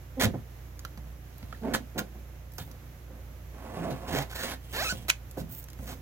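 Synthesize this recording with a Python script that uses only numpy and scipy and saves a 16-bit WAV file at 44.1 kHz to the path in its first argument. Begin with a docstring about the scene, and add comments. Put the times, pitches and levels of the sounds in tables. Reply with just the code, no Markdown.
"""A heavy cased battery is nudged, dragged and tipped in a sheet-metal tray inside a small compartment.
First short shoves grind, scrape and squeak: random ridge catches and near-even slips excite the tray's ring.
Taps, hand slides and lighter shoves follow, then one long haul that ends in a rising, juddering groan.
The tipping edge scrapes and squeals upward, snaps on the rim, and the last shoves set the weight down.
An engine, a sum of shaft orders, idles steadily below throughout, over rumble and hiss of shaped noise."""
import sys
import numpy as np
from scipy import signal
from scipy.fft import rfft, irfft
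from scipy.io import wavfile

SR = 44100
rng = np.random.default_rng(int(sys.argv[2]) if len(sys.argv) > 2 else 0)


def master_out(mix):
    """Clip the mix to full scale and print it as 16-bit PCM to the path in sys.argv[1]."""
    frames = np.transpose(np.atleast_2d(mix))
    ceiling = np.clip(frames, -1, 1)
    pcm = np.round(ceiling * 32767).astype(np.int16)
    wavfile.write(sys.argv[1], SR, pcm)


N = 265041
TIME = np.arange(N) / SR
# Colour of the base grinding over the tray floor. Each row: frequency in Hz, relative level in dB per Hz.
DRAG_COLOUR = [(50, -26.5), (110, -7), (180, 1), (300, -2), (600, -10), (1000, -13.5), (2000, -26),
               (4000, -38.5), (15000, -53)]
GRINDING = dict(grains_per_s=2000, spread_db=0.9, judder_db=1.6, judder_rate=57.4)


def from_db(db):
    """Decibels to gain."""
    return 10 ** (np.asarray(db) / 20)


def rms_one(x):
    """Scale to unit power."""
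    return x / np.sqrt(np.mean(x ** 2) + 1e-20)


def at_hz(points, hz):
    """Read a spectrum on a log-frequency axis."""
    known, values = np.transpose(points)
    return np.interp(np.log(hz), np.log(known), values)


def drift(rate, count=N):
    """Smooth random wander of spread 1, with `rate` new targets per second."""
    knots = rng.standard_normal(4000)
    place = np.arange(count) / SR * rate % 3999
    return np.interp(place, np.arange(4000), knots) * np.sqrt(1.5)   # makes up for the smoothing


def add(out, s, sound):
    """Mix a stereo sound in at its time in seconds."""
    i = max(round(s * SR), 0)
    out[:, i:i + sound.shape[1]] += sound[:, :max(N - i, 0)]


def through(x, impulse):
    """Pass a signal through an impulse response."""
    return signal.fftconvolve(x, impulse)[:len(x)]


def response(colour, modes=(), tilt_db=0, size=8192):
    """Causal (minimum-phase) impulse response with a given colour, tilt in dB per octave and resonances."""
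    hz = np.maximum(np.arange(size // 2 + 1) * SR / size, 1)
    db = at_hz(colour, hz) + tilt_db * np.log2(np.maximum(hz, 60) / 1000)   # pivots at 1 kHz
    for centre, width, lift in modes:
        db = db + lift / (1 + (2 * (hz - centre) / width) ** 2)
    # folding the cepstrum forward puts all the energy after the strike
    cepstrum = irfft(np.log(from_db(db)))
    cepstrum[1:size // 2] *= 2
    cepstrum[size // 2 + 1:] = 0
    return irfft(np.exp(rfft(cepstrum)))


def drags():
    """Short shoves grind the base over the tray floor: force builds, then coasts out."""
    # Each row: start in seconds, length in seconds, level in dB, tilt in dB per octave,
    # ring of that spot in Hz.
    shoves = [(0.222, 0.042, -26.5, -2.5, 243), (0.334, 0.011, -31, -2.5, 212),
              (1.615, 0.14, -34, 0.95, 247), (1.942, 0.067, -34.5, -1.5, 199), (2.13, 0.047, -51, 0, 410),
              (3.06, 0.12, -53, 1, 524), (5.368, 0.017, -34.5, -1, 484), (5.39, 0.054, -43.5, -7, 215),
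              (5.77, 0.17, -48.5, -0.5, 214)]
    return strokes(shoves, DRAG_COLOUR, attack_share=0.29, release_s=0.13, **GRINDING)


def haul():
    """One long haul grinds in three registers, each growing with the effort at its own pace."""
    rasp = haul_register(level_db=-39.0, growth=0.72, tilt_db=1.5, spot_hz=670, **GRINDING)
    grit = haul_register(level_db=-42, growth=0.34, tilt_db=4.0, spot_hz=1130, **GRINDING)
    rumble = haul_register(level_db=-35.0, growth=1.43, tilt_db=-0.5, spot_hz=170, **GRINDING)
    return rasp + grit + rumble


def haul_register(level_db, growth, tilt_db, spot_hz, **grain):
    """Grinding at level_db under peak effort; growth is the dB it gains per dB of effort."""
    # Effort of the haul; only its distance below the peak counts.
    # Each row: time in seconds, effort in dB.
    effort = [(3.5, -56), (3.654, -41), (3.73, -38), (3.818, -26), (3.9, -29), (3.94, -32.5), (3.99, -50),
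              (4.02, -36), (4.05, -36.5), (4.164, -28.5), (4.3, -71.5)]
    attack_s = 0.089   # the haul eases in
    out, (s, effort_db) = np.zeros((2, N)), np.transpose(effort)
    t = np.arange(s[0], s[-1], 1 / SR)
    push = from_db(level_db + growth * (np.interp(t, s, effort_db) - effort_db.max()))
    push = push * np.minimum((t - s[0]) / attack_s, 1)
    add(out, s[0], friction(push, DRAG_COLOUR, tilt_db, spot_hz, **grain))
    return out


def groan(slips_per_s, jitter, width_hz, grit_db, size=32):
    """The base judders at the end of the haul: slow, gritty slips strike a resonance that glides upward."""
    # The floor's ring rises as the contact nears the rim.
    # Each row: time in seconds, ring in Hz, level in dB.
    glide = [(4.115, 200, -48), (4.141, 268, -34), (4.162, 414, -29.5), (4.182, 685, -37), (4.21, 810, -39),
             (4.24, 830, -55)]
    out, (s, ring_hz, db) = np.zeros((2, N)), np.transpose(glide)
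    t = np.arange(s[0], s[-1], 1 / SR)
    slip_hz = slips_per_s * (1 + jitter * drift(slips_per_s, count=len(t)))
    turns = np.cumsum(slip_hz) / SR
    slips = np.diff(np.floor(turns), prepend=0)   # one pulse per slip
    force = rms_one(slips) + from_db(grit_db) * rng.standard_normal(len(t))
    r = np.exp(-np.pi * width_hz / SR)
    angle = 2 * np.pi * np.interp(t, s, ring_hz) / SR
    state, blocks = np.zeros(2), []
    for i in range(0, len(t), size):   # retune the resonance every `size` samples
        poles = [1, -2 * r * np.cos(angle[i]), r * r]
        block, state = signal.lfilter([1, 0, -1], poles, force[i:i + size], zi=state)
        blocks.append(block)
    ring = from_db(np.interp(t, s, db)) * rms_one(np.concatenate(blocks))
    add(out, s[0], compartment(np.pad(ring, (0, SR // 4))))
    return out


def scrapes():
    """Edges scrape along the metal with a dense, quickly juddering grain."""
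    # Each row: start in seconds, length in seconds, level in dB, tilt in dB per octave,
    # ring of that spot in Hz.
    edge_strokes = [(0.196, 0.052, -25, -1.3, 1900), (1.736, 0.018, -23.5, -1, 1730),
                    (1.978, 0.015, -28.5, -0.5, 1550), (2.583, 0.006, -37, -1.5, 740),
                    (2.592, 0.03, -45, -0.8, 3600), (3.9, 0.028, -49.5, 0.5, 4200),
                    (4.075, 0.05, -38, -2.5, 850), (4.115, 0.11, -35, -1.8, 2000),
                    (4.296, 0.036, -42.5, -1, 1500), (4.344, 0.097, -38, -0.8, 1750),
                    (4.421, 0.055, -36, -1.1, 2100), (4.476, 0.063, -37, -1.5, 1700),
                    (4.724, 0.13, -36, -0.4, 1700), (4.85, 0.076, -38.5, 0.8, 5600),
                    (5.082, 0.013, -31.5, 0.1, 2400), (5.37, 0.045, -45, 3, 1500),
                    (5.865, 0.067, -45, -1, 1090)]
    # Colour of the scrape. Each row: frequency in Hz, relative level in dB per Hz.
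    edge_colour = [(80, -10), (250, -5), (600, -7.5), (1000, -4.5), (1700, -6), (2600, -9.5), (3800, -4),
                   (5000, -9), (7000, -9), (9000, -13), (12500, -9.5), (15500, -12)]
    # the push is arch_db harder in mid-stroke than at the ends
    return strokes(edge_strokes, edge_colour, attack_share=0.092, release_s=0.038, arch_db=1.5,
                   grains_per_s=5000, spread_db=1.4, judder_db=2, judder_rate=220)


def strokes(rows, colour, attack_share, release_s, arch_db=0, **grain):
    """Every stroke builds up, bears down and coasts to a stop; long ones start and stop more gently."""
    coast_share = 0.43   # share of the stroke's length added to its 60 dB release time
    out = np.zeros((2, N))
    for start, length, level_db, tilt_db, spot_hz in rows:
        t = TIME[:3 * SR // 4]
        attack = np.minimum(t / (attack_share * length), 1)
        arch = arch_db * (np.sin(np.pi * np.minimum(t / length, 1)) - 2 / np.pi)
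        release = from_db(-60 * np.maximum(t - length, 0) / (release_s + coast_share * length))
        push = from_db(level_db + arch) * attack * release
        add(out, start, friction(push, colour, tilt_db, spot_hz, **grain))
    return out


def friction(push, colour, tilt_db, spot_hz, grains_per_s, spread_db, judder_db, judder_rate,
             shift=0.5, shift_rate=22):
    """Tiny ridges catch at random under juddering pressure; weight shifts between two unlike corners."""
    corner_detune = 0.044   # the corners ring this share below and above the spot
    count, out = len(push), 0
    judder = from_db(judder_db * drift(judder_rate, count=count))
    lean = np.pi / 4 + shift * drift(shift_rate, count=count)
    for load, detune in ((np.cos(lean), -corner_detune), (np.sin(lean), corner_detune)):
        ring = tray(colour, tilt_db, spot_hz * (1 + detune))
        caught = rng.random(count) < grains_per_s / SR
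        strength = from_db(spread_db * np.minimum(rng.exponential(1, count), 4))
        grains = caught * rng.standard_normal(count) * strength
        force = rms_one(grains * judder) * load * push
        out = out + compartment(through(np.pad(force, (0, SR // 8)), ring))
    return out


def squeal(**roughness):
    """As the battery tips, the pitch rises with the speed of the edge and turns ragged where it jumps."""
    # Each row: time in seconds, slips per second, level in dB before the mix trim,
    # unevenness as a share of the rate.
    course = [(4.735, 420, -41, .03), (4.772, 490, -33.5, .015), (4.79, 545, -29.5, .01),
              (4.818, 670, -27, .01), (4.84, 890, -30, .012), (4.849, 1330, -31, .03),
              (4.866, 1325, -31, .02), (4.875, 1255, -28.5, .008), (4.888, 1265, -28, .01),
              (4.894, 1420, -27.5, .03), (4.906, 1510, -26.5, .022), (4.923, 1480, -29, .025),
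              (4.93, 1440, -50, .04)]
    # How strongly the squealing edge radiates. Each row: frequency in Hz, relative level in dB.
    edge_colour = [(400, -1), (520, 4), (680, 5), (900, 2), (1100, -3), (1250, -4), (1340, 2), (1500, 5),
                   (2000, 0), (2350, 0), (2510, 6), (2700, -1), (3050, -5), (3800, 1), (4400, -1),
                   (5000, -4), (6300, -5), (9000, -14), (15000, -24)]
    out, (s, *columns) = np.zeros((2, N)), np.transpose(course)
    t = np.arange(s[0], s[-1], 1 / SR)
    slips, db, jitter = (np.interp(t, s, column) for column in columns)
    add(out, s[0], stick_slip(slips, from_db(db), edge_colour, 0, jitter, **roughness))
    return out


def squeaks(**roughness):
    """Brief stick and slip, low under full weight, high at a free corner, swells and fades on one pitch."""
    # Each row: start in seconds, length in seconds, slips per second, level in dB before the mix trim,
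    # overtone slope in dB per octave.
    groans = [(0.166, 0.066, 262, -27, -17), (0.239, 0.045, 104, -20, -18), (1.524, 0.012, 1370, -41, -9),
              (1.543, 0.012, 1720, -46, -10), (1.611, 0.092, 220, -30, -14), (3.765, 0.09, 168, -33, -20),
              (3.873, 0.031, 630, -35, -14), (3.895, 0.073, 137, -32, -18.5), (4.098, 0.06, 80, -32.5, -14),
              (4.16, 0.076, 138, -29.5, -18), (4.424, 0.03, 530, -38, -14)]
    # How strongly the slips radiate. Each row: frequency in Hz, relative level in dB.
    slip_colour = [(150, -4.5), (260, -2.5), (520, 6), (900, 8), (1400, -6), (2500, -7), (3200, -19),
                   (4200, -18), (6000, -27), (15000, -41)]
    out = np.zeros((2, N))
    for start, length, slips, level_db, slope_db in groans:
        swell = np.sin(np.linspace(0, np.pi, round(length * SR)))
        add(out, start, stick_slip(slips, from_db(level_db) * swell, slip_colour, slope_db, **roughness))
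    return out


def stick_slip(slips, push, colour, slope_db, jitter, jitter_rate, flutter_db, **walls):
    """Slips come almost evenly and make a rough tone with fluttering overtones."""
    hz = slips * (1 + jitter * drift(jitter_rate, count=len(push)))
    phase = 2 * np.pi * np.cumsum(hz) / SR
    partials = np.arange(1, 10)[:, None]
    flutter = flutter_db * np.array([drift(160.0, count=len(push)) for k in partials])
    gains = from_db(at_hz(colour, partials * hz) + slope_db * np.log2(partials) + flutter)
    tone = (gains * np.sin(partials * phase)).sum(0) / np.linalg.norm(gains, axis=0)
    return compartment(np.pad(push * tone, (0, SR // 4)), **walls)


def thuds():
    """The weight comes down with a low blow and rocks to rest."""
    # Each row: time in seconds, level in dB, tilt in dB per octave, ring of that spot in Hz.
    landings = [(0.243, -22, -3, 104), (0.975, -42, 2.5, 202), (1.43, -38.5, 0.5, 79),
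                (2.61, -37.5, 2, 73.5), (4.925, -32.5, 2, 111), (5.397, -32.5, -2.5, 167),
                (5.79, -36.5, 0.5, 89.5)]
    # Colour of the landing. Each row: frequency in Hz, relative level in dB per Hz.
    weight_colour = [(20, -46), (35, -23), (60, -3), (100, -3), (170, -2.5), (400, -22.5), (800, -27),
                     (2000, -40), (15000, -58)]
    return blows(rocking(landings), weight_colour, chatter_db=4.0, chatter_s=0.013)


def rocking(landings, count=4):
    """Each landing is followed by a few ever weaker rocks."""
    spacing_s = 0.033
    first_db, loss_db = -9.5, 1   # first rock against the landing, loss per further rock
    rocks = []
    for s, db, tilt_db, spot_hz in landings:
        for k in range(count):
            rock_s = s + spacing_s * (k + rng.uniform(0.79, 1.1))
            rocks.append((rock_s, db + first_db - loss_db * k, tilt_db, spot_hz))
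    return list(landings) + rocks


def clicks():
    """Edges snap on the rim: hard, brief contacts that wake only part of the tray's ring."""
    # Each row: time in seconds, level in dB before the mix trim, tilt in dB per octave,
    # ring of that spot in Hz.
    snaps = [(1.749, -29, -8, 1060), (1.984, -41.5, -3, 1550), (5.0968, -25, -1, 5500),
             (5.0995, -23.5, -2, 2370), (5.1008, -17.5, -0.6, 2470), (5.1105, -35, 0, 3600)]
    # Colour of the snap. Each row: frequency in Hz, relative level in dB per Hz.
    rim_colour = [(100, -24), (600, -17), (1400, 1.5), (2400, 4.5), (3300, 7.5), (4600, 3.5), (6000, 6),
                  (7200, 5.5), (8500, -4), (15500, -7.5)]
    return blows(snaps, rim_colour, chatter_db=10, chatter_s=.0014, ring_share=0.57,
                 lag_s=.00028, near_db=-8, near_s=.004, tail_db=-14, tail_hz=11000)


def taps():
    """Fingers and nails tap the case: brief blows that wake only part of the ring."""
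    # Each row: time in seconds, level in dB, tilt in dB per octave, ring of that spot in Hz.
    touches = [(0.793, -46.5, 5, 6000), (0.850, -39.5, -0.5, 1330), (0.976, -58, 1, 1400),
               (1.382, -52.5, 8, 12000), (1.429, -51.5, -2.5, 2980), (1.527, -44, -4.5, 1400),
               (2.52, -55, 6, 12000), (2.537, -51, 11, 12000), (2.583, -40, 3, 3300),
               (2.714, -52.5, 4, 5900), (5.312, -47.5, 9.5, 7000), (5.628, -51, 9, 12000),
               (5.641, -46.5, 9, 12000), (5.686, -53, 2.5, 2700), (5.702, -52.5, 5, 6800),
               (5.732, -52.5, 5, 6600)]
    # Colour of the tap. Each row: frequency in Hz, relative level in dB per Hz.
    nail_colour = [(200, -8), (700, -5), (1400, 4.5), (2400, -7.5), (4500, -4), (6500, -8), (9000, -17),
                   (12500, -10), (15500, -16.5)]
    return blows(touches, nail_colour, chatter_db=1, chatter_s=.003, ring_share=0.57,
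                 near_db=-5, near_s=.005, tail_db=-11)


def blows(hits, colour, chatter_db, chatter_s, ring_share=1, **walls):
    """One impulse per blow, then a brief chatter of the touching faces, ringing the tray."""
    out, t = np.zeros((2, N)), TIME[:SR // 4]
    for s, level_db, tilt_db, spot_hz in hits:
        force = rng.standard_normal(len(t)) * np.exp(-t / chatter_s)
        force *= from_db(chatter_db) / np.linalg.norm(force)
        force[0] += 1
        ring = through(force, tray(colour, tilt_db, spot_hz, ring_share))
        blow = compartment(ring / np.linalg.norm(ring), **walls)
        add(out, s, from_db(level_db) * np.sqrt(SR / 100) * blow)   # dry level as power over 10 ms
    return out


def hands(**grain):
    """Hands slide over the case: soft friction that swells and fades."""
    # Each row: start in seconds, length in seconds, level in dB, tilt in dB per octave,
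    # ring of that spot in Hz.
    rubs = [(1.199, 0.66, -56, -1.5, 4300), (2.52, 0.19, -51, 6, 12500), (3.55, 0.96, -57.5, -1, 3600),
            (4.6, 0.53, -47, 0, 3200), (5.478, 0.16, -42, 5.5, 13800), (5.761, 0.25, -50, 4, 6600)]
    # Colour of skin on the case. Each row: frequency in Hz, relative level in dB per Hz.
    skin_colour = [(200, 5), (1000, -26), (3000, -7.5), (6500, -12.5), (9000, -12), (15500, -8)]
    out = np.zeros((2, N))
    for start, length, level_db, tilt_db, spot_hz in rubs:
        swell = np.sin(np.linspace(0, np.pi, round(length * SR)))
        add(out, start, friction(from_db(level_db) * swell, skin_colour, tilt_db, spot_hz, **grain))
    return out


def tray(colour, tilt_db, spot_hz, ring_share=1):
    """How the loaded tray answers a contact at one spot, as a unit-energy impulse response."""
    # Resonances of the loaded tray. Each row: frequency in Hz, width in Hz,
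    # lift in dB at full ring share.
    resonances = [(92, 80, 2.5), (222.9, 7, 5.5), (258.5, 29, 6.5), (388.3, 17, 6.5), (524.7, 49, 9),
                  (697, 146, 7.5), (1040, 24, 4), (1200, 210, -4), (1494, 70, 4.5), (1690, 49, 5),
                  (1817, 26, 3), (2004, 25, 4.5), (2220, 42, 7), (2510, 84, 6), (2800, 44, 6.5),
                  (3130, 96, 5.5), (3360, 45, 3), (4700, 55, 4), (6010, 33, 7), (7090, 84, 3.5)]
    spot_lift_db, spot_width = 7, 0.16   # lift at full ring share; width as a share of the spot's pitch
    spot = (spot_hz, spot_width * spot_hz, spot_lift_db)
    modes = [(hz, width, ring_share * lift) for hz, width, lift in list(resonances) + [spot]]
    ring = response(colour, modes, tilt_db)
    return ring / np.linalg.norm(ring)


def compartment(x, lag_s=.00013, near_db=-9, near_s=0.014, near_hz=700,
                tail_db=-9, tail_t60=0.15, tail_hz=7000):
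    """Sound reaches the right first; close walls scatter each contact anew, then a short dull tail."""
    t, sides = TIME[:SR // 4], []
    for delay in (lag_s * rng.uniform(0.7, 1.25), 0):   # left, right; each contact lies at its own angle
        near = rng.standard_normal(len(t)) * np.exp(-t / near_s)
        near = signal.lfilter(*signal.butter(2, near_hz, "high", fs=SR), near)
        tail = rng.standard_normal(len(t)) * from_db(-60 * t / tail_t60) * (1 - np.exp(-t / .004))
        tail = signal.lfilter(*signal.butter(1, tail_hz, fs=SR), tail / np.linalg.norm(tail))
        echoes = from_db(near_db) * near / np.linalg.norm(near) + from_db(tail_db) * tail
        echoes[round(delay * SR)] += 1   # the direct path
        sides.append(through(x, echoes))
    return np.array(sides)


def engine(waver, unevenness):
    """Two firings a turn carry the idling hum; higher shaft orders swell and sink more unevenly."""
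    # Each row: multiple of the shaft rate, level in dB relative to the engine's gain.
    orders = [(1, -47), (2, 0.5), (3, -6.5), (4, -8), (5, -14), (6, -22.5), (7, -27.5), (8, -39.5),
              (9, -35), (10, -23.5)]
    shaft_hz, gain_db = 29.87, -44
    turns = np.cumsum(shaft_hz * (1 + waver * drift(4))) / SR
    out = np.zeros(N)
    for order, db in orders:
        swell = 1 + unevenness * np.sqrt(order) * drift(6.5)
        out += from_db(db) * swell * np.sin(2 * np.pi * (order * turns + rng.random()))
    return from_db(gain_db) * out


def air(apart_hz, waver_db):
    """Slightly wavering noise: rumble common to both sides and hiss that differs between them."""
    # Colour of the background air. Each row: frequency in Hz, relative level in dB per Hz.
    air_colour = [(18, -36), (30, -15), (42, -10), (64, 0.5), (81, -6.5), (127, -4), (194, -14.5),
                  (364, -15), (426, -19.5), (512, -17), (988, -26), (2060, -27.5), (2350, -29.5),
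                  (4700, -37.5), (6400, -34.5), (9000, -44.5), (12000, -33), (16000, -38)]
    level_db = -51
    mid, side = rng.standard_normal((2, N))
    side = signal.sosfilt(signal.butter(1, apart_hz, "high", fs=SR, output="sos"), side)
    colour = response(air_colour)
    floor = rms_one(np.array([through(mid + side, colour), through(mid - side, colour)]))
    return from_db(level_db + waver_db * drift(11.0)) * floor


def scene():
    """Battery, hands and tray in the compartment, over the engine and the air."""
    grinding = drags() + haul() + groan(slips_per_s=90, jitter=.08, width_hz=90, grit_db=-6)
    slipping = squeaks(jitter=.035, jitter_rate=450, flutter_db=3.5)
    slipping = slipping + squeal(jitter_rate=900, flutter_db=3, near_db=-13, tail_db=-17)
    rubs = hands(grains_per_s=1800, spread_db=2, judder_db=2.2, judder_rate=45)
    handling = grinding + scrapes() + rubs + thuds() + taps()
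    handling = handling + from_db(-2.5) * clicks() + from_db(-0.95) * slipping   # mix trims
    return handling + engine(waver=0.0045, unevenness=0.11) + air(apart_hz=800, waver_db=.6)


def record(dry):
    """The right side is louder than the left, loud peaks are rounded and the top is cut."""
    # Left over right, split evenly between the sides. Each row: frequency in Hz, difference in dB.
    lean = [(110, -3.2), (300, -3.3), (700, -5.5), (1290, -6.3), (2380, -2.2), (4400, -2.8), (8120, -3.0),
            (15000, -6.3)]
    ceiling, cutoff_hz = 0.8, 15850   # limit of the rounding (full scale = 1), top of the band
    sides = []
    for x, sign in zip(dry, (1, -1)):
        balance = [(hz, sign * db / 2) for hz, db in lean]
        sides.append(through(x, response(balance)))
    rounded = ceiling * np.tanh(np.array(sides) / ceiling)
    return signal.sosfilt(signal.ellip(10, .1, 80, cutoff_hz, fs=SR, output="sos"), rounded)


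dry = scene()
out = record(dry)
master_out(out)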